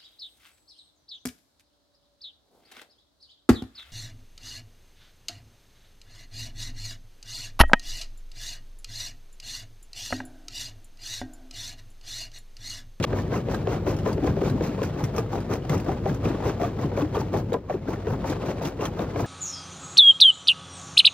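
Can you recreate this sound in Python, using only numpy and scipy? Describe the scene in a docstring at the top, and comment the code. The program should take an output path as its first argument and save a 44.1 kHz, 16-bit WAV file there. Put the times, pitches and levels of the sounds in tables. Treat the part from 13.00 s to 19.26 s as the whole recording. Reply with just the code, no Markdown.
"""Just above the steel hopper of a jaw crusher, brick and concrete are chewed 5.5 times a second.
The drive hums on two tones, the loaded frame rumbles as filtered noise and loose rubble shuffles in grains.
One dry clack opens the scene. Then blocks knock as damped resonances that also ring the steel plates.
Each squeeze grinds out a burst of tiny fractures: coarse crunch, grit, dust and clinking chips.
Hard corners ring as short sine pairs, and snapping pieces spray bright grains and ring at their own pitch."""
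import sys
import numpy as np
from scipy import signal
from scipy.fft import rfft, irfft, next_fast_len
from scipy.io import wavfile
from scipy.ndimage import uniform_filter1d, minimum_filter1d

SR = 44100
rng = np.random.default_rng(int(sys.argv[2]) if len(sys.argv) > 2 else 0)


def dump_mix(stems):
    """Bounce the given channels to the path in sys.argv[1] as a 16-bit WAV at rate SR."""
    frames = np.atleast_2d(stems).T  # one column per channel
    limited = np.clip(frames, -1, 1)  # hard clip at full scale
    pcm = np.round(limited * 32767).astype(np.int16)
    wavfile.write(sys.argv[1], SR, pcm)


N = 276066
TIME = np.arange(N) / SR   # s

# the jaw swings at a steady rate; times in a stroke are counted from its hardest squeeze
STROKE_S, FIRST_SQUEEZE_S, SQUEEZE_HALF_S = 0.18252, 0.1765, 0.03
STROKE_SPREAD_DB = 1.14   # chance differences in strength between strokes
PITCH_SPREAD_OCTAVES = 0.27
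# bands in which coloured noise is scaled to rms 1: (low [Hz], high [Hz])
RUMBLE_BAND, CRUNCH_BAND, GRIT_BAND = (60, 250), (900, 2500), (3000, 7500)


def from_db(db):
    """Turn decibels into an amplitude factor."""
    return 10 ** (np.asarray(db) / 20)


def rms_one(x):
    """Scale a signal to an rms of 1."""
    return x / np.sqrt(np.mean(x ** 2) + 1e-20)


def at_hz(points, hz):
    """Read a table along a log-frequency axis."""
    points = np.array(points)
    return np.interp(np.log(hz + 1), np.log(points[:, 0] + 1), points[:, 1])


def along(curve, s):
    """Read every column of a curve at the times s."""
    times, *columns = np.transpose(curve)
    return [np.interp(s, times, column) for column in columns]


def drift(rate):
    """Slow random motion of rms 1 with about `rate` turns a second."""
    hz = np.arange(N // 2 + 1) * SR / N
    smooth = np.exp(-(2 * hz / rate) ** 2)
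    return rms_one(irfft(rfft(rng.standard_normal(N)) * smooth, N))


def coloured(x, spectrum, band):
    """Give two streams a spectrum, scaled to rms 1 inside the band."""
    size = next_fast_len(N + 4096)
    hz = np.arange(size // 2 + 1) * SR / size
    bins = rfft(x, size) * from_db(at_hz(spectrum, hz))
    inside = (hz > band[0]) & (hz < band[1])
    power = 2 * np.mean(np.sum(abs(bins[:, inside]) ** 2, axis=1)) / (size * N)
    return irfft(bins, size)[:, :N] / np.sqrt(power)


def grains(per_s, spread_db):
    """Two streams of tiny fractures: common moments, uneven sizes."""
    born = rng.random(N) < per_s / SR
    size = from_db(spread_db * np.minimum(rng.exponential(1, N), 4))
    return born * size * rng.standard_normal((2, N))


def resonate(x, hz, width_hz):
    """One resonance with gain 1 on its top."""
    r = np.exp(-np.pi * width_hz / SR)
    feed = np.array([1, 0, -1]) * (1 - r * r) / 2
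    feedback = [1, -2 * r * np.cos(2 * np.pi * hz / SR), r * r]
    return signal.lfilter(feed, feedback, x + 1e-18)   # the tiny offset keeps the filter fast in silence


def body(x, modes):
    """Resonances side by side, as in a solid object."""
    return sum(from_db(db) * resonate(x, hz, width) for hz, width, db in modes)


def add(out, s, sound):
    """Mix a short sound in at time s."""
    start = max(round(s * SR), 0)
    out[:, start:start + sound.shape[1]] += sound[:, :N - start]


def chips(level_db, per_s, low_hz, high_hz, spread_db=2.0, sharpness=30, count=30):
    """Fragments of many sizes clink briefly, each at its own pitch; small, high ones are fainter."""
    clicks, dealt = grains(per_s, spread_db), rng.integers(0, count, N)
    out = 0
    for k, hz in enumerate(np.geomspace(low_hz, high_hz, count)):
        out = out + resonate(clicks * (dealt == k), hz, hz / sharpness) / hz ** 2
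    return from_db(level_db) * rms_one(out)


def squeezes():
    """The moments [s] at which the jaw squeezes hardest."""
    return np.arange(FIRST_SQUEEZE_S, N / SR, STROKE_S)


# load on the machine, relative levels: (time [s], frame rumble [dB], shuffle of loose rubble [dB])
LOAD_CURVE = [(0.0, -24, -42), (0.2, -27.5, -47.5), (0.7, -27, -45), (1.1, -26, -47.5), (1.451, -25, -42.5),
              (1.98, -31, -46.5), (3.12, -28.5, -48), (3.37, -28.5, -40.5), (3.62, -29.5, -47.5),
              (4.05, -29.5, -45), (4.45, -29, -49.5), (4.6, -38.5, -57), (4.84, -34, -52),
              (4.98, -33.5, -46.5), (5.12, -28, -50.5), (5.33, -30, -41.5), (5.6, -31, -45.5),
              (6.25, -31, -48)]
DRIVE_HZ = 49.22


def drive(db, second_db, wander, flutter_db, load_share):
    """The drive hums on its turning rate and the octave, which swells unevenly; both follow the load."""
    frame_db = along(LOAD_CURVE, TIME)[0]
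    strain_db = load_share * (frame_db - np.mean(np.array(LOAD_CURVE)[:, 1]))
    phase = 2 * np.pi * np.cumsum(DRIVE_HZ * (1 + wander * drift(5.04))) / SR
    low = from_db(db) * np.sin(phase)
    octave = from_db(second_db + flutter_db * drift(16.0)) * np.sin(2 * phase)
    return from_db(strain_db) * (low + octave)


# spectrum of the frame's rumble: (frequency [Hz], relative level [dB per Hz])
RUMBLE_SPECTRUM = [(25, -28.5), (42, -18), (58, -1), (80, 0), (115, 3), (170, 1.5), (230, -3.5),
                   (380, -5.5), (600, -15), (1100, -53)]
# spectrum of the loose rubble: (frequency [Hz], relative level [dB per Hz])
SHUFFLE_SPECTRUM = [(40, -30.5), (200, -5.5), (450, 13), (800, 6.5), (1200, 0.5), (2000, -7), (3000, -10.5),
                    (5000, -16), (8000, -22), (13000, -28.5), (16000, -36)]


def machine(rumble_db, shuffle_db, jostle_db, slack_db, slack_lead_s):
    """The loaded frame rumbles while loose rubble shuffles on the feeder; both slacken while the jaw is open."""
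    frame_db, loose_db = along(LOAD_CURVE, TIME)
    swing = np.cos(2 * np.pi * (TIME - FIRST_SQUEEZE_S + slack_lead_s) / STROKE_S)
    open_db = -slack_db * swing
    rumble = coloured(rng.standard_normal((2, N)), RUMBLE_SPECTRUM, RUMBLE_BAND)
    rumble = from_db(frame_db + open_db + rumble_db) * rumble
    loose = from_db(loose_db + open_db + shuffle_db + jostle_db * drift(60))
    clatter = chips(level_db=-4.5, per_s=90, low_hz=768, high_hz=3890)
    shuffle = coloured(grains(per_s=7600, spread_db=-1.0), SHUFFLE_SPECTRUM, CRUNCH_BAND)
    return rumble + loose * (clatter + shuffle)


# resonances of the single sharp clack: (frequency [Hz], relative level [dB])
CLACK_TONES = [(520, -10.5), (820, -17), (1160, -11), (1700, -15), (2200, -19.5), (2780, -17), (3400, -23),
               (4250, -16), (6200, -25)]
# resonances of the scrape before it: (frequency [Hz], width [Hz], relative level [dB])
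SCRAPE_RESONANCES = [(2760, 1240, 5), (5800, 2000, -14)]
# moment of the blow, length of the scrape before it, time after the blow at which the sound breaks off
CLACK_AT_S, SCRAPE_S, CLACK_RING_S = 0.0393, 0.0133, 0.01185


def clack(rise_cycles, steepness, scrape_db, crush_db):
    """A short scrape, then one hard blow: high modes speak first, low ones swell later, and the sound breaks
    off abruptly."""
    t = TIME[:SR // 20] - SCRAPE_S
    noise = rms_one(body(rng.standard_normal((2, len(t))), SCRAPE_RESONANCES))
    sound = from_db(np.where(t < 0, scrape_db, crush_db)) * noise
    for hz, db in CLACK_TONES:
        swell = np.maximum(t, 0) * hz / rise_cycles
        swell = (swell * np.exp(1 - swell)) ** steepness
        sound[0] += from_db(db) * swell * np.sin(2 * np.pi * (hz * t + rng.random()))
    out = np.zeros((2, N))
    stop = np.clip((CLACK_RING_S - t) / .0005, 0, 1)
    add(out, CLACK_AT_S - SCRAPE_S, sound * stop)
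    return out


def small_pieces(share, over_db, scatter_s, hz):
    """Some strokes catch a small piece, louder when more rubble is loose: rows of (s, dB, Hz)."""
    s = squeezes()
    late, high = rng.standard_normal((len(s), 2)).T
    caught = rng.random(len(s)) < share
    s = np.clip(s + scatter_s * late, 0, TIME[-1])
    db = along(LOAD_CURVE, s)[1] + over_db
    pitch_hz = hz * 2 ** (PITCH_SPREAD_OCTAVES * high)
    return [tuple(row) for row in np.transpose([s, db, pitch_hz])[caught]]


# how hard the jaw works as the chamber fills and empties, relative levels; bites and strokes both read it:
# (time [s], bite [dB], crunch [dB], grit [dB], delay until the stone gives [s], negative is early)
EFFORT_CURVE = [(0.18, -26.5, -38, -50.5, 0.0066), (0.55, -27.5, -37.5, -52, -0.01),
                (1.3, -26, -37.5, -52, -0.0025), (1.8, -32, -48.5, -53, 0.028),
                (2.2, -34.5, -37, -59, -0.015), (2.55, -34, -37.5, -51.5, -0.015),
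                (2.73, -35, -34, -47, 0.0031), (2.92, -25, -41.5, -57.5, -0.011),
                (3.27, -29, -37.5, -55, -0.0079), (3.46, -32, -35.5, -51, 0.015),
                (3.64, -29, -36, -52.5, -0.0047), (3.83, -34, -41, -58, -0.0038),
                (4.1, -23, -35, -52.5, -0.0094), (4.37, -16.5, -38.5, -54, -0.0089),
                (4.56, -26.5, -47, -64, -0.029), (5.1, -27, -38, -56.5, 0.0042),
                (5.3, -25, -41, -50, 0.004), (5.48, -32, -42, -55, 0.019),
                (5.66, -30.5, -39, -49.5, 0.0005), (5.84, -30, -37, -53, 0.0048),
                (6.02, -31, -38.5, -59, -0.011), (6.2, -30, -37, -52, 0.0025)]
# big blocks dropping or slipping against jaw and hopper:
# (time [s], relative level [dB], pitch [Hz], length of contact [s])
BLOCK_KNOCKS = [(0.13, -22, 487, 0.0054), (0.485, -24, 464, 0.0034), (0.672, -18.5, 472, 0.011),
                (0.866, -23.5, 470, 0.006), (0.875, -21, 404, 0.008), (1.061, -16.5, 478, 0.0048),
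                (1.18, -26, 432, 0.0035), (1.227, -25, 277, 0.006), (1.245, -21, 375, 0.011),
                (1.274, -17, 500, 0.0046), (1.366, -26.5, 410, 0.013), (1.414, -21, 410, 0.018),
                (1.608, -19.5, 446, 0.0042), (1.68, -25.5, 236, 0.0065), (1.818, -20.5, 476, 0.0048),
                (2.181, -22.5, 439, 0.016), (2.72, -29.5, 330, 0.01), (2.863, -30, 555, 0.006),
                (2.884, -24, 373, 0.0065), (3.057, -21, 423, 0.0085), (3.253, -25, 452, 0.01),
                (3.3, -25, 294, 0.0079), (3.344, -27.5, 428, 0.009), (3.461, -24, 420, 0.017),
                (3.615, -21, 417, 0.0074), (3.917, -27.5, 460, 0.0055), (3.975, -20, 507, 0.0095),
                (4.023, -21, 290, 0.014), (4.168, -18, 445, 0.008), (4.339, -22.5, 559, 0.026),
                (4.521, -23.5, 437, 0.013), (4.541, -17.5, 496, 0.011), (4.74, -25, 380, 0.018),
                (4.884, -24.5, 370, 0.009), (5.07, -24.5, 473, 0.0088), (5.242, -28.5, 589, 0.011),
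                (5.294, -27, 304, 0.0063), (5.992, -25.5, 465, 0.007), (6.159, -24.5, 505, 0.007),
                (6.194, -22, 480, 0.011)]
BITE_LEAD_S, BITE_JITTER_S, BITE_HZ, BITE_CONTACT_S = 0.04, 0.00193, 522, 0.013


def bites():
    """A knock as the jaw meets the stone, unless a big block strikes within 0.02 s: (s, dB, Hz, contact s)."""
    s = squeezes()
    early, strong, high = rng.standard_normal((len(s), 3)).T
    db = along(EFFORT_CURVE, s)[0] + STROKE_SPREAD_DB * strong
    pitch_hz = BITE_HZ * 2 ** (PITCH_SPREAD_OCTAVES * high / 2)
    rows = zip(s - BITE_LEAD_S + BITE_JITTER_S * early, db, pitch_hz)
    blocks = np.array(BLOCK_KNOCKS)[:, 0]
    return [(*bite, BITE_CONTACT_S) for bite in rows if np.min(abs(blocks - bite[0])) > .02]


# the frame jolts as the load shifts: (time [s], relative level [dB])
FRAME_JOLTS = [(0.906, -25), (1.289, -19.5), (1.498, -20), (1.54, -22), (1.85, -23.5), (2.034, -17),
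               (2.19, -22.5), (2.7, -18.5), (2.754, -19), (3.1, -24), (3.253, -17), (3.846, -21),
               (5.102, -26), (5.477, -25.5), (6.226, -26)]
THUMP_DELAY_S, THUMP_OVER_RUMBLE_DB, THUMP_HZ, THUMP_CONTACT_S = 0.0118, -2, 120, 0.017


def thumps():
    """A low thump of the frame after every squeeze, and the heavy ones: (s, dB, Hz, contact s)."""
    s = squeezes() + THUMP_DELAY_S
    light = list(zip(s, along(LOAD_CURVE, s)[0] + THUMP_OVER_RUMBLE_DB))
    return [(*thump, THUMP_HZ, THUMP_CONTACT_S) for thump in light + FRAME_JOLTS]


# how a struck block rings: (multiple of its pitch, relative level [dB])
BLOCK_TONES = [(1.1, -3.5), (2.05, -8.5), (3.25, -19)]


def strike(hz, ring_s, tick_db, tick_hz, tick_s):
    """The first touch of a block: a hard tick and a short hollow ring; heavy, low blows land more softly."""
    t = TIME[:SR // 12]
    noise = resonate(rng.standard_normal((2, len(t))), tick_hz, tick_hz)
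    noise = resonate(noise, tick_hz, 2 * tick_hz)
    tick = from_db(tick_db) * np.exp(-t / tick_s) * rms_one(noise)
    tones = sum(from_db(db) * np.sin(2 * np.pi * ratio * hz * t) for ratio, db in BLOCK_TONES)
    hollow = tones * np.exp(-t / ring_s)
    return (hz / BITE_HZ) ** 2 * (tick + np.outer([1, rng.normal(0, .5)], hollow))


# ring of the steel plates: (frequency [Hz], width [Hz], relative level [dB])
PLATE_RESONANCES = [(296.6, 42, 11.5), (386, 38, 7.5), (445.7, 6.6, -0.5), (549, 18, 2.5), (960, 11, -2)]


def knocks(level_db, rise_s, ring_cycles, relative_width, dull_hz, plate_db, crumble):
    """A block strikes, grinds on steel for a moment, thuds in a broad resonance and rings the plates."""
    out, fronts, t = np.zeros((2, N)), np.zeros((2, N)), TIME[:SR // 8]
    small = small_pieces(share=0.25, over_db=9.9, scatter_s=0.04, hz=410)
    small = [(*piece, BITE_CONTACT_S) for piece in small]
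    for s, db, hz, length_s in bites() + thumps() + BLOCK_KNOCKS + small:
        width_hz = relative_width * hz
        thud = resonate(rng.standard_normal((2, 2 * len(t))), hz, width_hz)
        thud = resonate(thud, hz, 2 * width_hz)
        thud = rms_one(thud[:, len(t):])   # skip the part where the resonance builds up
        thud = thud / np.sqrt(1 + crumble * abs(signal.hilbert(thud)) ** 2)   # stone gives way under force peaks
        fade = np.exp(-np.maximum(t - 0.62 * length_s, 0) / (0.0064 + ring_cycles / hz))
        contact = (1 - np.exp(-t / rise_s)) * fade
        thud = contact * thud
        # the blow sets the energy
        thud = thud * np.sqrt(np.sum(contact ** 2) / np.sum(thud ** 2, axis=1, keepdims=True))
        add(out, s, from_db(db + level_db) * thud)
        front = strike(hz, ring_s=0.0091, tick_db=-13, tick_hz=1400, tick_s=0.0043)
        add(fronts, s, from_db(db) * front)
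    out = signal.sosfilt(signal.butter(3, dull_hz, fs=SR, output="sos"), out)
    return fronts + out + from_db(plate_db) * body(out, PLATE_RESONANCES)


def squeeze(t, half_s, rise_power=3.8, fall_power=2.5):
    """Crushing starts quickly as the jaw grips and ebbs as it opens."""
    return np.exp(-.5 * abs(t / half_s) ** np.where(t < 0, rise_power, fall_power))


def slips(per_s, depth, decay_s):
    """Stone gives way in jerks: each rises at once and dies fast; a gain of rms 1."""
    jerks = (rng.random(N) < per_s / SR) * rng.uniform(0.38, 1, N)
    power = signal.lfilter([1], [1, -np.exp(-2 / (decay_s * SR))], jerks + 1e-18)
    return rms_one(np.sqrt(1 + abs(depth) * power))


# spectrum of the coarse crunch: (frequency [Hz], relative level [dB per Hz])
CRUNCH_SPECTRUM = [(40, -24), (120, 3), (250, 11), (450, 11.5), (750, 4), (1200, 0.5), (2000, -12.5),
                   (3000, -20.5), (5000, -32), (9000, -32.5)]
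# spectrum of the grit: (frequency [Hz], relative level [dB per Hz])
GRIT_SPECTRUM = [(1000, 3.5), (2500, 9), (4000, -10.5), (6000, 6.5), (9000, -10), (13000, -12),
                 (16000, -21)]
# spectrum of the finest dust: (frequency [Hz], relative level [dB per Hz])
DUST_SPECTRUM = [(2000, -12), (4000, 6), (6000, 5.5), (9000, -4.5), (13000, 3.5), (16000, -11)]


def strokes(crunch_db, grit_db, dust_db, crunch_lead_s, slip_db, jerk_depth, jerk_s):
    """Each squeeze crushes stone in small slips: coarse crunch first, grit and fine dust just after."""
    coarse, fine = np.zeros((2, N))
    for s in squeezes():
        _, coarse_db, fine_db, delay_s = along(EFFORT_CURVE, s)
        luck_db = STROKE_SPREAD_DB * rng.standard_normal()
        near = slice(max(int((s - .2) * SR), 0), int((s + .2) * SR))
        t = TIME[near] - s - delay_s
        coarse[near] += from_db(coarse_db + luck_db) * squeeze(t + crunch_lead_s, SQUEEZE_HALF_S)
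        fine[near] += from_db(fine_db + luck_db) * squeeze(t, SQUEEZE_HALF_S)
    crunch = coloured(grains(per_s=2500, spread_db=1.5), CRUNCH_SPECTRUM, CRUNCH_BAND)
    crunch = from_db(crunch_db) * slips(70, jerk_depth, jerk_s) * crunch
    grit = coloured(grains(per_s=8000, spread_db=0.0), GRIT_SPECTRUM, GRIT_BAND)
    grit = from_db(grit_db) * slips(68, jerk_depth, jerk_s) * grit
    dust = coloured(grains(per_s=4400, spread_db=1.0), DUST_SPECTRUM, GRIT_BAND)
    dust = from_db(dust_db) * slips(60, jerk_depth, jerk_s) * dust
    fragments = chips(level_db=-1.5, per_s=100, low_hz=699.5, high_hz=3640)
    splinters = chips(level_db=-7.5, per_s=100, low_hz=2370, high_hz=7460)
    crushed = coarse * (crunch + fragments) + fine * (grit + dust + splinters)
    return from_db(slip_db * drift(110)) * crushed


# hard corners of stone striking with a short ring: (time [s], relative level [dB], pitch [Hz])
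CORNER_RINGS = [(0.188, -35.5, 1785), (0.323, -36, 1570), (0.545, -30.5, 1593), (0.723, -37, 1400),
                (1.063, -35, 1785), (1.277, -41, 1580), (1.5, -41.5, 1598), (2.04, -35, 2100),
                (2.182, -27, 1204), (2.355, -31.5, 825), (2.517, -32.5, 1190), (2.696, -37, 2060),
                (2.893, -21, 767), (3.063, -18.5, 775), (3.404, -32.5, 864), (3.639, -34, 1190),
                (4.153, -28.5, 1165), (4.158, -25, 766), (4.34, -30, 1040), (4.549, -24.5, 1004),
                (4.698, -22.5, 747), (5.244, -29, 906)]


def rings(level_db, decay_s, overtone_db, overtone_ratio):
    """Each corner excites a close pair of modes and an overtone that dies sooner."""
    out, t = np.zeros((2, N)), TIME[:SR // 6]
    small = small_pieces(share=0.4, over_db=8.2, scatter_s=0.024, hz=973)
    for s, db, hz in CORNER_RINGS + small:
        partner_hz = hz * rng.uniform(.9, .95)
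        main = np.sin(2 * np.pi * hz * t) * np.exp(-t / decay_s)
        partner = .5 * np.sin(2 * np.pi * partner_hz * t) * np.exp(-2 * t / decay_s)
        overtone = np.sin(2 * np.pi * overtone_ratio * hz * t) * np.exp(-2 * t / decay_s)
        ring = main + partner + from_db(overtone_db) * overtone
        add(out, s, from_db(db + level_db) * np.outer([1, rng.normal(0, .5)], ring))
    return out


# large pieces snapping: (time [s], relative level [dB], pitch of the piece [Hz])
BIG_SNAPS = [(0.545, -46.5, 3980), (0.965, -52.5, 5560), (0.988, -52, 2920), (1.128, -48.5, 4740),
             (1.498, -47, 4000), (1.83, -44, 2700), (2.039, -39, 5880), (2.163, -45.5, 5960),
             (2.181, -39, 5500), (2.536, -45, 5500), (2.695, -44, 3500), (2.778, -51, 5500),
             (2.799, -50.5, 2450), (3.145, -51.5, 6140), (3.642, -50.5, 3470), (4.155, -49.5, 2380),
             (4.531, -46.5, 3740), (5.298, -48, 3640), (5.652, -43, 2800), (5.673, -48, 5870),
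             (5.854, -39.5, 3230), (6.205, -51, 6700)]
# how a snapped piece rings: (multiple of its pitch, relative level [dB])
PIECE_TONES = [(.59, -9), (1, 3), (1.18, -8), (1.88, -1.5)]
# spectrum of the spray of fractures: (frequency [Hz], relative level [dB per Hz])
SNAP_SPECTRUM = [(400, 11.5), (1200, 16.5), (2500, 6.5), (4000, 1), (6000, 2.5), (9000, 0.5), (13000, 0),
                 (16000, -11)]


def cracks(level_db, decay_s, ring_db, sharpness):
    """A snap is a bright, dying spray of fractures that sets the piece ringing at its own pitch."""
    force, ringing, t = np.zeros(N), np.zeros((2, N)), TIME[:SR // 12]
    small = small_pieces(share=0.37, over_db=-10, scatter_s=0.029, hz=4080)
    for s, db, hz in BIG_SNAPS + small:
        force[round(s * SR)] += from_db(db + level_db)
        burst = rng.standard_normal((2, len(t))) * np.exp(-2 * t / decay_s)
        for ratio, mode_db in PIECE_TONES:
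            mode = resonate(burst, ratio * hz, ratio * hz / sharpness)
            mode = mode / np.sqrt(np.sum(mode ** 2, axis=1, keepdims=True) / (decay_s * SR / 2))
            add(ringing, s, from_db(db + ring_db + mode_db) * mode)
    spray = signal.lfilter([1], [1, -np.exp(-1 / (decay_s * SR))], force + 1e-18)
    return ringing + spray * coloured(grains(per_s=7000, spread_db=3.5), SNAP_SPECTRUM, GRIT_BAND)


# likeness of the two microphone ports: (frequency [Hz], left-right correlation [0 to 1])
PORT_LIKENESS = [(100, 1), (450, 0.98), (850, 0.61), (1900, 1), (4400, 0.36), (7000, 0.66), (8800, 1),
                 (11000, 1), (13000, 1), (15000, .62)]
# level difference of the ports: (frequency [Hz], left minus right [dB])
PORT_TILT = [(60, -0.5), (200, 2), (400, 3), (700, 4.5), (1290, -0.5), (2400, 0), (4400, -1.5),
             (7500, -0.5)]
# phase difference of the ports: (frequency [Hz], lead of the left [radians])
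PORT_LEAD = [(280, 0.02), (450, 0.04), (750, -0.65), (1300, 0.5), (2900, 1.0), (4000, 0.87), (5000, 2.03),
             (6000, 2.52), (10000, 3), (15500, 5)]


def ports(field):
    """Two close ports share the direct sound; hopper reflections reach them differently."""
    size = next_fast_len(N + 4096)
    hz = np.arange(size // 2 + 1) * SR / size
    shared, apart = rfft(field, size)
    alike, sign = np.clip(at_hz(PORT_LIKENESS, hz), 0, 1), np.array([[1], [-1]])
    pair = np.sqrt((1 + alike) / 2) * shared + sign * np.sqrt((1 - alike) / 2) * apart
    pair = pair * from_db(sign * at_hz(PORT_TILT, hz) / 2)
    pair = pair * np.exp(.5j * sign * at_hz(PORT_LEAD, hz))
    return irfft(pair, size)[:, :N]


def scene():
    """Machine, strokes and stone reach the two ports together, over the hum of the drive."""
    hum = drive(db=-40.5, second_db=-37.0, wander=0.01, flutter_db=3, load_share=0.86)
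    field = machine(rumble_db=-2.5, shuffle_db=-1.5, jostle_db=2.0, slack_db=1.5, slack_lead_s=0.089)
    field = field + clack(rise_cycles=5.2, steepness=4.5, scrape_db=-33.5, crush_db=-21.5)
    field = field + knocks(level_db=-3.0, rise_s=0.0008, ring_cycles=1.8, relative_width=0.41,
                           dull_hz=1690, plate_db=-3.5, crumble=0.97)
    field = field + strokes(crunch_db=-2.5, grit_db=-1.0, dust_db=1.0, crunch_lead_s=0.0019,
                            slip_db=1.0, jerk_depth=4.8, jerk_s=0.015)
    field = field + rings(level_db=1.5, decay_s=0.01, overtone_db=-20.5, overtone_ratio=1.9)
    field = field + cracks(level_db=0.0, decay_s=0.014, ring_db=-0.5, sharpness=22)
    return ports(field) + hum


def record(dry, ceiling=0.21, release_db_per_s=300, cutoff_hz=15800):
    """A fast limiter holds the peaks down, then a steep low-pass cuts the top."""
    over_db = np.maximum(20 * np.log10(np.max(abs(dry), axis=0) / ceiling + 1e-9), 0)
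    # the reduction jumps up at a peak and falls back at the release rate
    held_db = np.maximum.accumulate(over_db + release_db_per_s * TIME) - release_db_per_s * TIME
    gain = uniform_filter1d(minimum_filter1d(from_db(-held_db), size=65), size=65)
    low_pass = signal.ellip(12, .1, 90, cutoff_hz, fs=SR, output="sos")
    return signal.sosfilt(low_pass, dry * gain)


dry = scene()
out = record(dry)
dump_mix(out)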